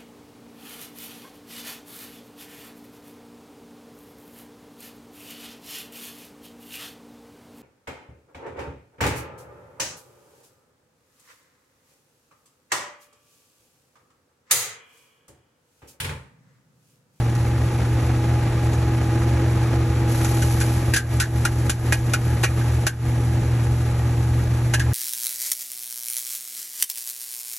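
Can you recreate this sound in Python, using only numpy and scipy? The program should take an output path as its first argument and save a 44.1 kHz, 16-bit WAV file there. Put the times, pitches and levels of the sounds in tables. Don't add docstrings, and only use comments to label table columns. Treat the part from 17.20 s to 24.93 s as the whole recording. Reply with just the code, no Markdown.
import sys
import numpy as np
from scipy import signal
from scipy.fft import rfft, irfft
from scipy.io import wavfile
from scipy.ndimage import uniform_filter1d, minimum_filter1d

SR = 44100
rng = np.random.default_rng(int(sys.argv[2]) if len(sys.argv) > 2 else 0)


def generate_wav(sig):
    pcm = np.round(np.clip(np.atleast_2d(sig).T, -1, 1) * 32767).astype(np.int16)
    wavfile.write(sys.argv[1], SR, pcm)


N = 340893
TIME = np.arange(N) / SR
BAND_LIMIT_HZ = 15000

# multiple of its pitch, rms level in dB.
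BLOWER_PARTIALS = [(1, -20.7), (2, -46), (4, -53), (7, -52.5)]
# time in seconds, gain in dB.
FLAME_STRENGTH = [(0, -0.78), (.9, 0.6), (2.1, 1.08), (3.3, 0.85), (3.9, -1.24), (5.3, -1.6), (7.73, -2.5)]
# pitch in Hz, base level in dB, wander in Hz, dB gained per dB of flame.
STOVE_PARTIALS = [(75.4, -28.8, .7, 0), (254.5, -41.7, 2.0, .3), (329.6, -34.1, 1.1, 2.1),
                  (477.8, -46.5, .8, 2.5)]
# time in seconds, rms level in dB.
WHINE_LEVEL = [(0, -45), (.6, -41.5), (2.7, -42), (3.1, -40.5), (3.5, -38.5), (3.75, -45.5), (5.5, -47.5),
               (7.3, -51), (7.73, -62)]
# centre in Hz, width in Hz, gain in dB.
GAP_RESONANCES = [(344, 33, 4), (510, 28, 1.5), (666, 34, -2.5), (847, 85, 4.5), (1233, 64, 4),
                  (1657, 76, 5), (1904, 51, 4.5)]
# frequency in Hz, relative density in dB.
RUMBLE_SPECTRUM = [(18, -25), (35, -16), (47, -5.5), (54, -6.5), (64, -2.5), (80, 3.5), (90, -1),
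                   (108, -7.5), (135, -8), (152, -6), (220, -17.8), (400, -52)]
ROAR_SPECTRUM = [(60, -7.5), (160, -5.5), (260, -1.5), (300, -2.5), (400, -5), (560, -7.5), (740, -8.5),
                 (880, -11), (1040, -14.5), (1180, -13), (1700, -16), (2400, -17.5), (3000, -22.8),
                 (12000, -33)]
HISS_SPECTRUM = [(300, 3.5), (1000, -15), (1600, -6), (2400, -2.5), (4000, -4.5), (6000, -3), (8000, 0.5),
                 (10000, 1.5)]
FIZZ_SPECTRUM = [(300, -3), (1000, -15), (1600, -7), (2400, -3), (4000, -4), (5600, -2), (8000, -.5),
                 (10500, 3), (13500, 5)]
TICK_SPECTRUM = [(300, -10), (1500, -2), (4300, -5), (6400, 4), (8500, 0), (12000, 1)]
CLASH_SPECTRUM = [(150, -19), (500, -2), (800, -8), (1050, -2), (1600, -0.5), (2500, 3.3), (3300, 3),
                  (6000, 3.5), (9300, 6.8), (12000, 2.5)]
GRIT_SPECTRUM = [(1000, -12), (2000, 1), (3500, 0), (6000, 0), (12000, -8)]
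# start in seconds, length in seconds, level in dB.
BATTER_BURSTS = [(2.87, .55, -32.7), (3.85, 1.63, -42.5)]
# start in seconds, level in dB.
BRIGHT_TICKS = [(0.151, -34.5), (1.533, -33.5), (2.03, -39), (3.046, -23), (3.220, -27.5), (3.403, -24.5)]
# ratio to its pitch, relative level in dB.
BOWL_MODES = [(.89, -12.5), (.955, -3), (1, -1), (1.045, -6), (1.13, -10)]
# frequency in Hz, relative level in dB, t60 in seconds.
RIM_MODES = [(1900, -5.5, .06), (2140, -5, 0.081), (2440, 0, .08), (2630, -7, .053), (2867, -6.5, .07)]
WOK_MODES = [(1685, 3, .2), (1900, 3.5, 0.12), (2620, 0, 0.098), (2854, 3, 0.11), (3080, 0, 0.066),
             (4400, -3, .09), (6057, 0, .08), (6290, -1, .08), (7160, 0, .06)]
BELLY_MODES = [(328, -1, .06), (460, -4, .04), (620, -3.5, 0.048), (813, -0.5, 0.048), (960, -6, 0.045),
               (1124, -5.5, 0.063), (1300, -3.5, 0.053)]
# start in seconds, strength in dB, skid in seconds, clash t60 in seconds,
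# bowl pitch in Hz, bowl ring in dB, bowl t60 in seconds, rim ring in dB, wok ring in dB,
# belly thud in dB, clash tilt in dB per octave.
LADLE_KNOCKS = [ (3.047, -31, .005, .08, 1400, -1, .1, -1, -19, -8, 0),
                (3.223, -28, .004, .08, 1530, 1.5, .08, -5, -19, -12, 0),
                (3.409, -28, .01, .09, 1566, -1, .14, -7, -19, -16, 0),
                (3.7365, -15, .005, .12, 1630, -2.5, .15, -9, -14, -17, .5),
                (3.762, -12.5, .01, .095, 1640, -4, .21, -13, -13, -16, .8),
                (4.000, -13, .006, .125, 1505, -4, .16, -17, -17, -14, 1.2),
                (4.2512, -14.5, .0022, .075, 1450, 2, .08, -9, -19, -7, 1.2),
                (4.495, -19, .006, .08, 1493, -6, .08, -18, -20, -13, .3),
                (4.500, -14, .0024, .085, 1590, -10, .14, -18, -21, -20, .5),
                (4.7232, -14.5, .005, .085, 1650, -1.5, .086, -2, -17, -5, .3),
                (4.9355, -16.5, .005, .07, 1470, 2.5, .075, -2, -18, -7, -.5),
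                (5.2305, -26, .001, .04, 1560, -6, .05, -6, -19, -4, 0),
                (5.2351, -18.5, .006, .07, 1560, -1, .064, -4, -13, -3, -1.5),
                (5.244, -18.5, .004, .06, 1480, -2, .07, -3, -12, -3, -1.5),
                (5.667, -9.5, .009, .085, 1563, -3, .12, -10, -14, -7, .6),
                (7.5366, -18.3, .008, .06, 1560, -.5, .07, -7, -12, -6, -1.3),
                (7.547, -22.5, .003, .045, 1720, -.5, .11, -10, -10, -12, -1.2),
                (7.596, -24, .004, .1, 1700, 2.5, .13, -10, -12, -10, -.7)]
# start in seconds, length in seconds,
# pitch in Hz, level in dB, grit in dB relative to the pitched scrape.
LADLE_RUBS = [(3.407, .06, 1570, -37, -12), (3.742, .09, 1655, -22, -4), (3.79, .06, 1660, -33, -12),
              (4.012, .07, 1690, -24, -9), (4.26, .038, 1670, -29, -12), (4.64, .11, 1900, -44, -8),
              (4.73, .04, 1680, -31, -4), (5.08, .11, 1690, -41, -12), (5.25, .055, 2400, -32, -14),
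              (5.25, .057, 1750, -31, -14), (5.4, .06, 1640, -38, -8), (7.603, .05, 1700, -29.5, -14)]
# frequency in Hz, lead of the left port in radians.
PORT_LEAD = [(0, 0), (300, -.03), (690, -.35), (1500, -.05), (2600, .5), (4050, .6), (4850, 3), (5650, 6.2),
             (6200, 6.35), (8440, 9.1), (8800, 9.4), (9350, 9.45), (11400, 11.6), (12000, 12.2)]
# frequency in Hz, coherence from 0 to 1.
PORT_COHERENCE = [(30, .998), (120, .998), (300, .985), (750, .78), (1050, .76), (1600, .93), (2100, .82),
                  (3000, .45), (4700, .48), (6000, .95), (7300, .78), (8300, .88), (8800, .99), (9400, .99),
                  (10000, .84), (11400, .8), (12000, .92)]
# frequency in Hz, gain in dB.
TREBLE_ROLLOFF = [(10600, 0), (11300, -3), (12000, -8.5), (13000, -15.5), (14000, -26), (15000, -38)]


def gain_of(db):
    return 10 ** (np.asarray(db) / 20)


def unit_rms(x):
    return x / np.sqrt(np.mean(x ** 2) + 1e-20)


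def at_frequency(rows, hz):
    row_hz, value = np.transpose(rows)
    return np.interp(np.log(hz + 1), np.log(row_hz + 1), value)


def over_time(rows):
    return np.interp(TIME, *np.transpose(rows))


def add(mix, start_s, sound):
    part = mix[..., round(start_s * SR):][..., :sound.shape[-1]]
    part += sound[..., :part.shape[-1]]


def coloured(x, spectrum):
    size = x.shape[-1]
    hz = np.fft.rfftfreq(size, 1 / SR)
    return unit_rms(irfft(rfft(x) * gain_of(at_frequency(spectrum, hz)) * (hz < BAND_LIMIT_HZ), size))


def drift(rate_hz, size=N):
    hz = np.fft.rfftfreq(size, 1 / SR)
    return unit_rms(irfft(rfft(rng.standard_normal(size)) * (hz > 0) / (1 + (hz / rate_hz) ** 4), size))


def drone(flame_db, blower_hz=118.9, sag_per_db=.002, build_s=.58):
    turns = np.cumsum(blower_hz + .438 * drift(6.24)) / SR
    hum = sum(gain_of(db + .7 * drift(11)) * np.sin(2 * np.pi * k * turns) for k, db in BLOWER_PARTIALS)
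    build_db = -7.5 * np.exp(-TIME / build_s)
    for hz, db, wander_hz, follow in STOVE_PARTIALS:
        turns = np.cumsum(hz * (1 - sag_per_db * flame_db) + wander_hz * drift(9.2)) / SR
        hum += gain_of(db + build_db + follow * flame_db + 1.5 * drift(6.9)) * np.sin(2 * np.pi * turns)
    return np.sqrt(2) * hum


def jet_whine(pitch_hz=827.5):
    turns = np.cumsum(pitch_hz + 2 * drift(9)) / SR
    return np.sqrt(2) * gain_of(over_time(WHINE_LEVEL) + .8 * drift(7.5)) * np.sin(2 * np.pi * turns)


def stove_gap(roar):
    hz = np.fft.rfftfreq(N, 1 / SR)
    lift_db = sum(db / (1 + (2 * (hz - centre) / width) ** 2) for centre, width, db in GAP_RESONANCES)
    return irfft(rfft(roar) * gain_of(lift_db), N)


def burner():
    flame_db = over_time(FLAME_STRENGTH)
    rumble = gain_of(-28.8) * coloured(rng.standard_normal((2, N)), RUMBLE_SPECTRUM)
    flutter_db = 1.31 * drift(59) + .28 * drift(2.9)
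    roar = gain_of(-32 + flame_db + flutter_db) * coloured(rng.standard_normal((2, N)), ROAR_SPECTRUM)
    out = rumble + stove_gap(roar)
    out[0] += drone(flame_db) + jet_whine()
    return out


def bubbles(per_s, spread_db, spectrum):
    strength = gain_of(spread_db * np.minimum(rng.exponential(1, (2, N)), 5))
    polarity = rng.choice([-1, 1], (2, N))
    bursts = rng.random((2, N)) < per_s / SR
    return coloured(strength * polarity * bursts, spectrum)


def frying_gain(simmer_db=-49, attack_s=.03, release_s=.3, splash_db=-27.5, splash_s=.11):
    pour_s = BATTER_BURSTS[0][0]
    power = gain_of(simmer_db) ** 2 * (TIME > pour_s)
    for start_s, length_s, db in BATTER_BURSTS:
        attack = np.clip((TIME - start_s) / attack_s, 0, 1)
        release = np.exp(-np.maximum(TIME - start_s - length_s, 0) / release_s)
        power += (gain_of(db) * attack * release) ** 2
    t = TIME[:SR // 2]
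    for start_s, strength_db, *_ in LADLE_KNOCKS:
        add(power, start_s, (gain_of(strength_db + splash_db) * np.exp(-t / splash_s)) ** 2)
    return np.sqrt(power)


def sizzle(tick_t60=.096):
    hiss = bubbles(per_s=14000, spread_db=2, spectrum=HISS_SPECTRUM)
    fizz = bubbles(per_s=3500, spread_db=2.8, spectrum=FIZZ_SPECTRUM)
    out = gain_of(-43 + 1.55 * drift(27)) * hiss
    out += frying_gain() * gain_of(1.2 * drift(35)) * fizz
    t = TIME[:SR // 8]
    for start_s, db in BRIGHT_TICKS:
        tick = coloured(rng.standard_normal((2, len(t))), TICK_SPECTRUM)
        add(out, start_s, gain_of(db - 60 * t / tick_t60) * tick)
    return out


def ringing(modes, t):
    chance = rng.uniform(-1, 1, (len(modes), 2)) * [3, .012]
    out = np.zeros((2, len(t)))
    for (hz, db, t60), (favour_db, detune) in zip(modes, chance):
        turns = hz * (1 + detune) * t + rng.random((2, 1))
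        out += gain_of(db + favour_db - 60 * t / t60) * np.sin(2 * np.pi * turns)
    return out


def rub(length_s, pitch_hz, db, grit_db, width_hz=280):
    size = round(length_s * SR)
    bowl = signal.iirpeak(pitch_hz, pitch_hz / width_hz, SR)
    scrape = signal.lfilter(*bowl, signal.lfilter(*bowl, rng.standard_normal((2, size))))
    grit = gain_of(grit_db) * coloured(rng.standard_normal((2, size)), GRIT_SPECTRUM)
    slips = unit_rms(gain_of(2.5 * drift(250, size)))
    pressure = np.sin(np.pi * np.linspace(0, 1, size) ** .55) ** 2
    return gain_of(db) * pressure * slips * (scrape / scrape.std(1, keepdims=True) + grit)


def knock(strength_db, skid_s, clash_t60, pitch_hz, bowl_db, bowl_t60, rim_db, wok_db, belly_db, tilt_db):
    t = TIME[:SR // 3]
    fade_db = -60 * np.maximum(t - skid_s, 0) / clash_t60
    grip = 1 - np.exp(-t / (.15 * skid_s))
    crack = gain_of(-5) * np.exp(-t / .0007)
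    chatter = rng.standard_normal((2, len(t))) * gain_of(1.6 * drift(360, len(t)))
    tilted = [(hz, db + tilt_db * np.log2(hz)) for hz, db in CLASH_SPECTRUM]
    clash = gain_of(fade_db) * (grip + crack) * coloured(chatter, tilted)
    bowl = ringing([(pitch_hz * ratio, db, bowl_t60) for ratio, db in BOWL_MODES], t)
    bowl *= gain_of(2.2 * drift(150, len(t)))
    blow = gain_of(bowl_db - 60 * t / bowl_t60)
    bowl *= np.linalg.norm(blow) / np.linalg.norm(bowl, axis=1, keepdims=True)
    wok = gain_of(wok_db) * ringing(WOK_MODES, t)
    rim = gain_of(rim_db) * ringing(RIM_MODES, t)
    rim *= unit_rms(gain_of(3.5 * drift(220, len(t))))
    belly = gain_of(belly_db) * ringing(BELLY_MODES, t)
    ring_rise = 1 - np.exp(-t / .0011)
    return gain_of(strength_db) * (clash + (bowl + wok + rim + belly) * ring_rise)


def ladle(apart_db=-2):
    out = np.zeros((2, N))
    for start_s, *blow in LADLE_KNOCKS:
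        add(out, start_s, knock(*blow))
    for start_s, *stroke in LADLE_RUBS:
        add(out, start_s, rub(*stroke))
    return out * gain_of([[0], [apart_db]])


def stall_echoes(x, wet_db=-13, t60=.079, echoes_per_s=2000, delay_s=.004):
    t = TIME[:SR // 3]
    taps = rng.standard_normal((2, len(t))) * (rng.random((2, len(t))) < echoes_per_s / SR)
    tail = taps * (t > delay_s) * gain_of(-60 * t / t60)
    return x + gain_of(wet_db) * signal.fftconvolve(x, tail / np.linalg.norm(tail[0]), axes=1)[:, :N]


def microphone_ports(pair):
    hz = np.fft.rfftfreq(N, 1 / SR)
    coherence = np.clip(at_frequency(PORT_COHERENCE, hz), 0, 1)
    shares = np.sqrt([(1 + coherence) / 2, (1 - coherence) / 2])
    common, apart = rfft(pair) * shares * gain_of(at_frequency(TREBLE_ROLLOFF, hz))
    half_lead = np.exp(.5j * at_frequency(PORT_LEAD, hz))
    return irfft([(common + apart) * half_lead, (common - apart) / half_lead], N)


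def scene():
    return microphone_ports(burner() + stall_echoes(sizzle() + ladle()))


def limiter(x, limit_db=-19.7, hold_s=.11, recover_db_per_s=130, listen_hz=3000):
    treble = signal.lfilter(*signal.butter(2, listen_hz, "high", fs=SR), x)
    level_db = 10 * np.log10(abs(uniform_filter1d((treble ** 2).mean(0), size=180)) + 1e-12)
    hold = round(hold_s * SR)
    over_db = -minimum_filter1d(np.minimum(limit_db - level_db, 0), hold, origin=(hold - 1) // 2)
    recovery_db = recover_db_per_s * TIME
    cut_db = np.maximum.accumulate(over_db + recovery_db) - recovery_db
    return x * gain_of(-uniform_filter1d(cut_db, size=60))


def record(dry):
    ducked = limiter(dry)
    rounded = ducked / (1 + (ducked / .5) ** 6) ** (1 / 6)
    lowpass = signal.firwin(511, BAND_LIMIT_HZ, window=("kaiser", 9), fs=SR)
    return signal.oaconvolve(rounded, lowpass[None], "same")


dry = scene()
out = record(dry)
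generate_wav(out)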